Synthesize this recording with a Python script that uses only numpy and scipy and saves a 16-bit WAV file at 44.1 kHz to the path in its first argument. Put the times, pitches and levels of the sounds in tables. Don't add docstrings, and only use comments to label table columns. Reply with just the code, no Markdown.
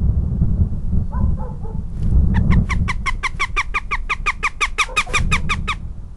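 import sys
import numpy as np
from scipy import signal
from scipy.fft import rfft, irfft, next_fast_len
from scipy.io import wavfile

SR = 44100
rng = np.random.default_rng(int(sys.argv[2]) if len(sys.argv) > 2 else 0)


def store_wav(level_fs):
    pcm = np.round(np.clip(np.atleast_2d(level_fs), -1, 1) * 32767)
    wavfile.write(sys.argv[1], SR, pcm.T.astype(np.int16))


N = 271656


def amp(db):
    return 10 ** (np.asarray(db) / 20)


def rms_one(x):
    return x / np.sqrt(np.mean(x ** 2) + 1e-20)


def in_time(rows):
    time_s, *columns = np.transpose(rows)
    return [np.interp(np.arange(N) / SR, time_s, column) for column in columns]


def at_hz(points, hz):
    point_hz, point_db = np.transpose(points)
    return np.interp(np.log(hz), np.log(point_hz), point_db)


def coloured(spectrum, size=N, gain=1.):
    pad = 4096
    gain = np.pad(gain * np.ones(size), pad, mode="edge")
    fft_size = next_fast_len(len(gain))
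    bin_hz = np.maximum(np.fft.rfftfreq(fft_size, 1 / SR), 1)
    colour = amp(at_hz(spectrum, bin_hz))
    white = rng.standard_normal(len(gain)) * gain
    noise = irfft(rfft(white, fft_size) * colour, fft_size)
    return noise[pad:pad + size] / np.sqrt(np.mean(colour ** 2))


def drift(rate_hz, size=N):
    r = np.exp(-2 * np.pi * rate_hz / SR)
    run_in = SR // 2
    slow = signal.lfilter([1], [1, -2 * r, r * r], rng.standard_normal(size + run_in))
    return rms_one(slow[run_in:])


def add(out, start_s, sound):
    i = round(start_s * SR)
    out[i:i + len(sound)] += sound[:N - i]


def scatter(x, delay_s, t60_s, top_hz):
    t = np.arange(SR) / SR
    tail = rng.standard_normal(SR) * amp(-60 * t / t60_s) * (t > delay_s)
    tail = signal.lfilter(*signal.butter(1, min(top_hz, .4 * SR), fs=SR), tail)
    return signal.fftconvolve(x, tail / np.sqrt(np.sum(tail ** 2)))[:N]


# (dB per Hz, relative)
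HUM_SPECTRUM = [(30, -11), (60, 1), (150, -19), (280, -23), (450, -30.5), (700, -32), (1200, -34.5),
                (1600, -41.5), (2200, -48.5), (11000, -55), (12400, -67)]
HUM_DB = -40


def hum():
    return amp(HUM_DB) * coloured(HUM_SPECTRUM)


# time_s, buffet_db, sway_db
WIND_STRENGTH = [(0, -22, -39), (.2, -18, -31), (.58, -17, -27.5), (.66, -21.5, -28), (.86, -22.5, -22.5),
                 (.99, -14.5, -30), (1.05, -29, -24.5), (1.24, -14.5, -25.5), (1.44, -27, -26.5),
                 (1.94, -27, -27.5), (2.1, -12, -23), (2.27, -15, -25.5), (2.5, -8.5, -21),
                 (2.7, -23, -29.5), (3.15, -28.5, -21.5), (3.24, -36.5, -28.5), (3.7, -37.5, -23.5),
                 (5.08, -41, -30.5), (5.2, -18, -21), (5.7, -27.5, -26), (5.95, -34.5, -32.5),
                 (6.16, -43.5, -30.5)]
# (dB per Hz, relative)
BUFFET_SPECTRUM = [(25, -3.5), (45, -5.5), (60, 0), (120, -8.5), (185, -8.5), (215, -14), (250, -31.5),
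                   (340, -28.5), (480, -35), (700, -42.5), (1300, -51.5), (2500, -84)]
# (dB per Hz, relative)
SWAY_SPECTRUM = [(8, 3), (15, 16.5), (32, 14.5), (50, 2), (90, -30), (200, -55)]
# start_s, top_db (rms)
EDDY_THUMPS = [(2.81, -20), (3.14, -25.5), (3.341, -28.5), (3.488, -28), (4.191, -30), (4.99, -32)]
THUMP_HALF_WIDTH_S = 0.012


def wind():
    buffet_db, sway_db = in_time(WIND_STRENGTH)
    t = np.arange(N) / SR
    thumps = np.zeros(N)
    for start_s, top_db in EDDY_THUMPS:
        z = (t - start_s - THUMP_HALF_WIDTH_S) / THUMP_HALF_WIDTH_S
        thumps += amp(top_db) * np.exp(-z ** 2)
    buffet_gain = amp(buffet_db + 1.09 * drift(12) + 2.53 * drift(22))
    lumps = coloured(BUFFET_SPECTRUM, gain=buffet_gain + thumps)
    sway = coloured(SWAY_SPECTRUM, gain=amp(sway_db + 1.38 * drift(14)))
    return lumps + sway


WHISTLE_START_S, WHISTLE_LENGTH_S, WHISTLE_DB = 0.85, .47, -75
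WHISTLE_HZ, WHISTLE_WAVER = 4400, 0.0057


def small_bird():
    t = np.arange(round(WHISTLE_LENGTH_S * SR)) / SR
    hz = WHISTLE_HZ * (1 + WHISTLE_WAVER * drift(10, len(t)))
    swell = np.sin(np.pi * t / t[-1]) ** .5
    out = np.zeros(N)
    add(out, WHISTLE_START_S, amp(WHISTLE_DB) * swell * np.sin(np.cumsum(2 * np.pi * hz / SR)))
    return out


# start_s, length_s, pitch_hz, start_pitch_ratio, level_db,
# second_db (second partial re first)
FAR_BARKS = [(1.105, 0.043, 580, 0.99, -40, -10), (1.121, 0.082, 504.7, 0.81, -46, 14.5),
             (1.176, 0.046, 537, 1.01, -40, -17), (1.372, .034, 521, 1.01, -37, -10),
             (1.391, 0.052, 450.6, 0.88, -51.5, 19), (1.416, 0.072, 496.6, 1.07, -31.5, -11),
             (1.608, 0.1206, 445.5, 0.76, -58, 16), (1.639, 0.099, 451.4, 0.99, -35, -22),
             (4.855, 0.08, 469, .94, -49, 14.5), (4.882, 0.073, 509, 1.03, -30.5, -10),
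             (5.061, 0.034, 369, .97, -56.5, 25), (5.079, 0.083, 502, 1.04, -31, -10),
             (5.33, 0.087, 476, 1.03, -38, -4.5)]
BARK_THIRD_DB, BARK_ROUGH = -13, 0.39
FAR_DELAY_S, FAR_T60_S, FAR_TOP_HZ, FAR_WET_DB = 0.054, 0.3, 1300, -18
HOARSE_SPECTRUM = [(300, -13.0), (600, 4), (1000, 1.0), (1500, -5.5), (2500, -34)]  # hz, density_db


def dogs():
    out = np.zeros(N)
    for start_s, length_s, pitch_hz, start_ratio, level_db, second_db in FAR_BARKS:
        z = np.linspace(0, 1, round(length_s * SR))
        glide = 1 + (start_ratio - 1) * (1 - z) ** 3
        hz = pitch_hz * glide * (1 + 0.06 * BARK_ROUGH * drift(59, len(z)))
        phase = np.cumsum(2 * np.pi * hz / SR)
        tone = np.zeros(len(z))
        for k, partial_db in enumerate((0, second_db, second_db + BARK_THIRD_DB), 1):
            rough = 1 + BARK_ROUGH * drift(71, len(z))
            tone += amp(partial_db) * rough * np.sin(k * phase)
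        hoarse_gain = amp(max(0, second_db) - 9.5) * BARK_ROUGH
        hoarse = hoarse_gain * coloured(HOARSE_SPECTRUM, len(z))
        swell = np.sin(np.pi * z ** 0.96) ** 0.49
        add(out, start_s, amp(level_db) * (tone + hoarse) * swell)
    return out + amp(FAR_WET_DB) * scatter(out, FAR_DELAY_S, FAR_T60_S, FAR_TOP_HZ)


# start_s, peak_db, band_hz (band runs from band_hz / 1.4 to 2 band_hz)
TWIG_TICKS = [(1.9, -43, 10450), (1.971, -45, 4500), (1.997, -39, 10000), (2.024, -44, 6000),
              (2.03, -34.5, 2800), (2.066, -44.5, 1800), (2.11, -38.5, 8540), (2.302, -35, 600),
              (3.369, -42, 5000)]
TICK_T60_S = 0.021


def twigs():
    out, t = np.zeros(N), np.arange(600) / SR
    for start_s, peak_db, hz in TWIG_TICKS:
        band = signal.butter(2, [hz / 1.4, min(hz * 2.0, .4 * SR)], "band", fs=SR)
        puff = rng.standard_normal(len(t)) * amp(-60 * t / TICK_T60_S)
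        tick = signal.lfilter(*band, puff)
        add(out, start_s, amp(peak_db) * tick / np.abs(tick).max())
    return out


# peak_s, peak_db, rise_s, fall_s
NOISE_BURSTS = [(2.04, -50, .12, 0.11), (2.7, -43.5, 0.049, 0.085), (3.37, -49, 0.049, 0.09),
                (5.14, -33.5, .06, 0.085)]
BURST_EDGE_DB = -10
BURST_SPECTRUM = [(500, -3), (1500, -3.0), (4000, -13.0), (9500, -16.5), (12300, -7.0)]  # hz, density_db


def noise_bursts():
    now = np.arange(N) / SR
    bursts = np.zeros(N)
    for peak_s, peak_db, rise_s, fall_s in NOISE_BURSTS:
        z = np.where(now < peak_s, (peak_s - now) / rise_s, (now - peak_s) / fall_s)
        bursts += amp(peak_db + BURST_EDGE_DB * z ** 2)
    return coloured(BURST_SPECTRUM, gain=bursts * amp(0.88 * drift(120)))


# hz, gain_db
THROAT_RESONANCE = [(400, 3.5), (800, 20), (1200, 11.5), (1700, 7), (2300, -2), (3000, -6.5), (3700, -8.5),
                    (4700, -31), (5700, -13.5), (6600, -35), (7500, -23.5), (8400, -37), (10200, -30),
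                    (12000, -31.5)]
# hz, gain_db
CREAK_RESONANCE = [(400, -7), (830, -16), (1650, -4), (2050, -5), (2900, -8.5), (4000, -34), (7000, -30.5),
                   (12000, -39.5)]
# (dB per Hz, relative)
CALL_NOISE_SPECTRUM = [(300, -23.5), (1000, 1.5), (2300, 3.5), (4000, -1.5), (7000, -5), (10500, -9.5),
                       (12500, -10.5)]
CREAK_DB, ONSET_DB, FLICKER_DB = -11.5, 0.32, 4.5
NOISE_DB, NOISE_TAIL_S = -16.5, 0.018
JITTER, CREAK_JITTER = 0.011, 0.042
SAG, SAG_PER_DB = 0.092, .045


def kek(voiced_s, hz0, hz1, hz2, db1, fade_db, creak_s, treble_db, first_db, third_db):
    t = np.arange(round((creak_s + voiced_s + 0.094) * SR)) / SR
    z = (t - creak_s) / voiced_s
    end_s = creak_s + voiced_s
    db0, db2 = db1 + ONSET_DB, db1 - fade_db

    hz = np.polyval(np.polyfit([0, .5, 1], [hz0, hz1, hz2], 2), np.clip(z, 0, 1.1))
    jitter = np.where(z < 0, CREAK_JITTER, JITTER) * drift(350, len(t))
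    hz *= 1 + 0.108 * np.minimum(z, 0) + jitter
    hz *= 1 - (SAG + SAG_PER_DB * fade_db) * np.clip(z - .85, 0, .3)

    k = np.arange(1, 37)[:, None]
    partial_hz = k * hz / 3
    is_harmonic = k % 3 == 0
    in_creak = np.clip((creak_s + 0.0025 - t) / 0.0041, 0, 1)
    high_oct = np.clip(np.log2(partial_hz / 2800), 0, 2)
    shut_db = -4.5 * np.clip(1 - t / creak_s, 0, 1) * np.log2(np.maximum(k / 3, 1))
    flicker_db = FLICKER_DB * np.array([drift(90, len(t)) for _ in range(6)])[k[:, 0] % 6]

    colour_db = np.where(is_harmonic, at_hz(THROAT_RESONANCE, partial_hz), at_hz(CREAK_RESONANCE, partial_hz))
    voiced = (z > 0) & (z < 1)
    first, second, third = 2, 5, 8
    for row, relative_db in ((first, first_db), (third, third_db)):
        colour_db[row] += relative_db - np.mean((colour_db[row] - colour_db[second])[voiced])
    slope_db = treble_db + 10.0 - 5 * np.clip(z, 0, 1)
    high_db = slope_db * np.maximum(high_oct - .5, 0)

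    gains = amp(colour_db + high_db + shut_db) * np.where(is_harmonic, 1, in_creak)
    gains /= np.sqrt(np.sum(gains ** 2, axis=0) / 2)
    gains *= amp(flicker_db * np.maximum(high_oct + 0.017, .6 * in_creak))
    phase = k * np.cumsum(2 * np.pi * hz / 3 / SR) + rng.normal(0, 1.0, k.shape)

    times_s = [0, .003, creak_s - .003, creak_s + 0.061 * voiced_s, creak_s + .5 * voiced_s,
               creak_s + 1.006 * voiced_s, end_s, end_s + 0.0068, t[-1]]
    levels_db = [db0 - 13.5, db0 + CREAK_DB + 2, db0 + CREAK_DB, db0, db1,
                 db2, db2 - 3, db2 - 32.0, -120]
    tone = amp(np.interp(t, times_s, levels_db)) * np.sum(gains * np.cos(phase), axis=0)

    noise_times_s = [0, creak_s, end_s, end_s + NOISE_TAIL_S, t[-1]]
    swell_db = np.interp(t, noise_times_s, [db0 - 8.5, db0, db1 - 5.0, db1 - 14, db1 - 39.5])
    noise_db = swell_db + NOISE_DB + 0.35 * (treble_db + 13)
    noise = coloured(CALL_NOISE_SPECTRUM, len(t), amp(noise_db))
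    return tone * np.minimum(t / 0.0047, 1) + noise * np.minimum(t / creak_s, 1)


# start_s, voiced_s, start_hz, middle_hz, end_hz (before jitter and sag),
# level_db (at the middle), fade_db (middle to end)
KEK_CALLS = [(2.341, 0.014, 1006, 928, 832, -24.5, -3), (2.504, 0.018, 1138, 1056, 926, -22, -1.5),
             (2.691, 0.028, 1183, 1039, 963, -19.5, 4.5), (2.878, .024, 1164, 1035, 974, -18, 4),
             (3.057, 0.027, 1140, 1059, 996, -17, 0), (3.229, 0.028, 1183, 1073, 988, -17, 0),
             (3.395, 0.04, 1193, 1087, 992, -16.5, 3), (3.563, 0.038, 1215, 1142, 944, -15, 3.5),
             (3.74, .032, 1234, 1162, 946, -16, 3), (3.908, 0.036, 1246, 1100, 930, -17.5, 3.5),
             (4.093, 0.03, 1288, 1143, 1001, -16, 1.5), (4.259, .034, 1231, 1157, 967, -14.5, 2),
             (4.427, 0.036, 1264, 1144, 931, -15, 2), (4.605, 0.041, 1264, 1127, 972, -13.5, 8.5),
             (4.781, 0.048, 1290, 1139, 875, -12.5, 15.5), (4.962, 0.041, 1273, 1197, 998, -12, 10.5),
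             (5.134, 0.041, 1231, 1178, 944, -13.5, 10.5), (5.313, .04, 1279, 1165, 976, -14, 6.5),
             (5.491, 0.039, 1276, 1162, 975, -16, 9.5), (5.674, .044, 1276, 1164, 935, -18, 8)]
# time_s, creak_s,
# treble_db (per octave before a fixed +10), first_db, third_db (harmonics re second, before treble)
VOICE_RUN = [(2.34, 0.02, -26.5, -0.5, -16.5), (2.7, .016, -16, -3.5, -17.5), (3.06, .013, -10, -2, -13.5),
             (3.45, 0.014, -14.5, -3.5, -13), (3.9, 0.012, -31.5, -2, -24.5), (4.15, .012, -17, -3, -12),
             (4.429, 0.014, -13, -3.5, -26.5), (4.6, .012, -9, -3.5, -10.5), (4.96, .012, -4, -4, -8),
             (5.301, .013, -10, -4.5, -11), (5.68, 0.013, -15.5, 0, -6.5)]
# delay_s, t60_s, level_db, top_hz
WOOD_ECHOES = [(.003, 0.131, -21, 9150), (0.025, 0.704, -42, 3350)]


def hawk():
    out = np.zeros(N)
    run_s, *voice = np.transpose(VOICE_RUN)
    for start_s, *call in KEK_CALLS:
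        voice_now = [np.interp(start_s, run_s, column) for column in voice]
        add(out, start_s, kek(*call, *voice_now))
    echoes = np.zeros(N)
    for delay_s, t60_s, level_db, top_hz in WOOD_ECHOES:
        echoes += amp(level_db) * scatter(out, delay_s, t60_s, top_hz)
    return out + echoes


def scene():
    mono = hum() + wind() + small_bird() + dogs() + twigs() + noise_bursts() + hawk()
    return np.stack([mono, mono])


OVERLOAD, OFFSET, STOP_HZ = .9, .0035, 12600


def record(dry):
    run_in = 500
    rounded = OVERLOAD * np.tanh(dry / OVERLOAD) + OFFSET
    padded = np.pad(rounded, [(0, 0), (run_in, 0)], mode="edge")
    low_pass = signal.cheby2(12, 70, STOP_HZ, fs=SR, output="sos")
    return signal.sosfilt(low_pass, padded)[:, run_in:]


dry = scene()
out = record(dry)
store_wav(out)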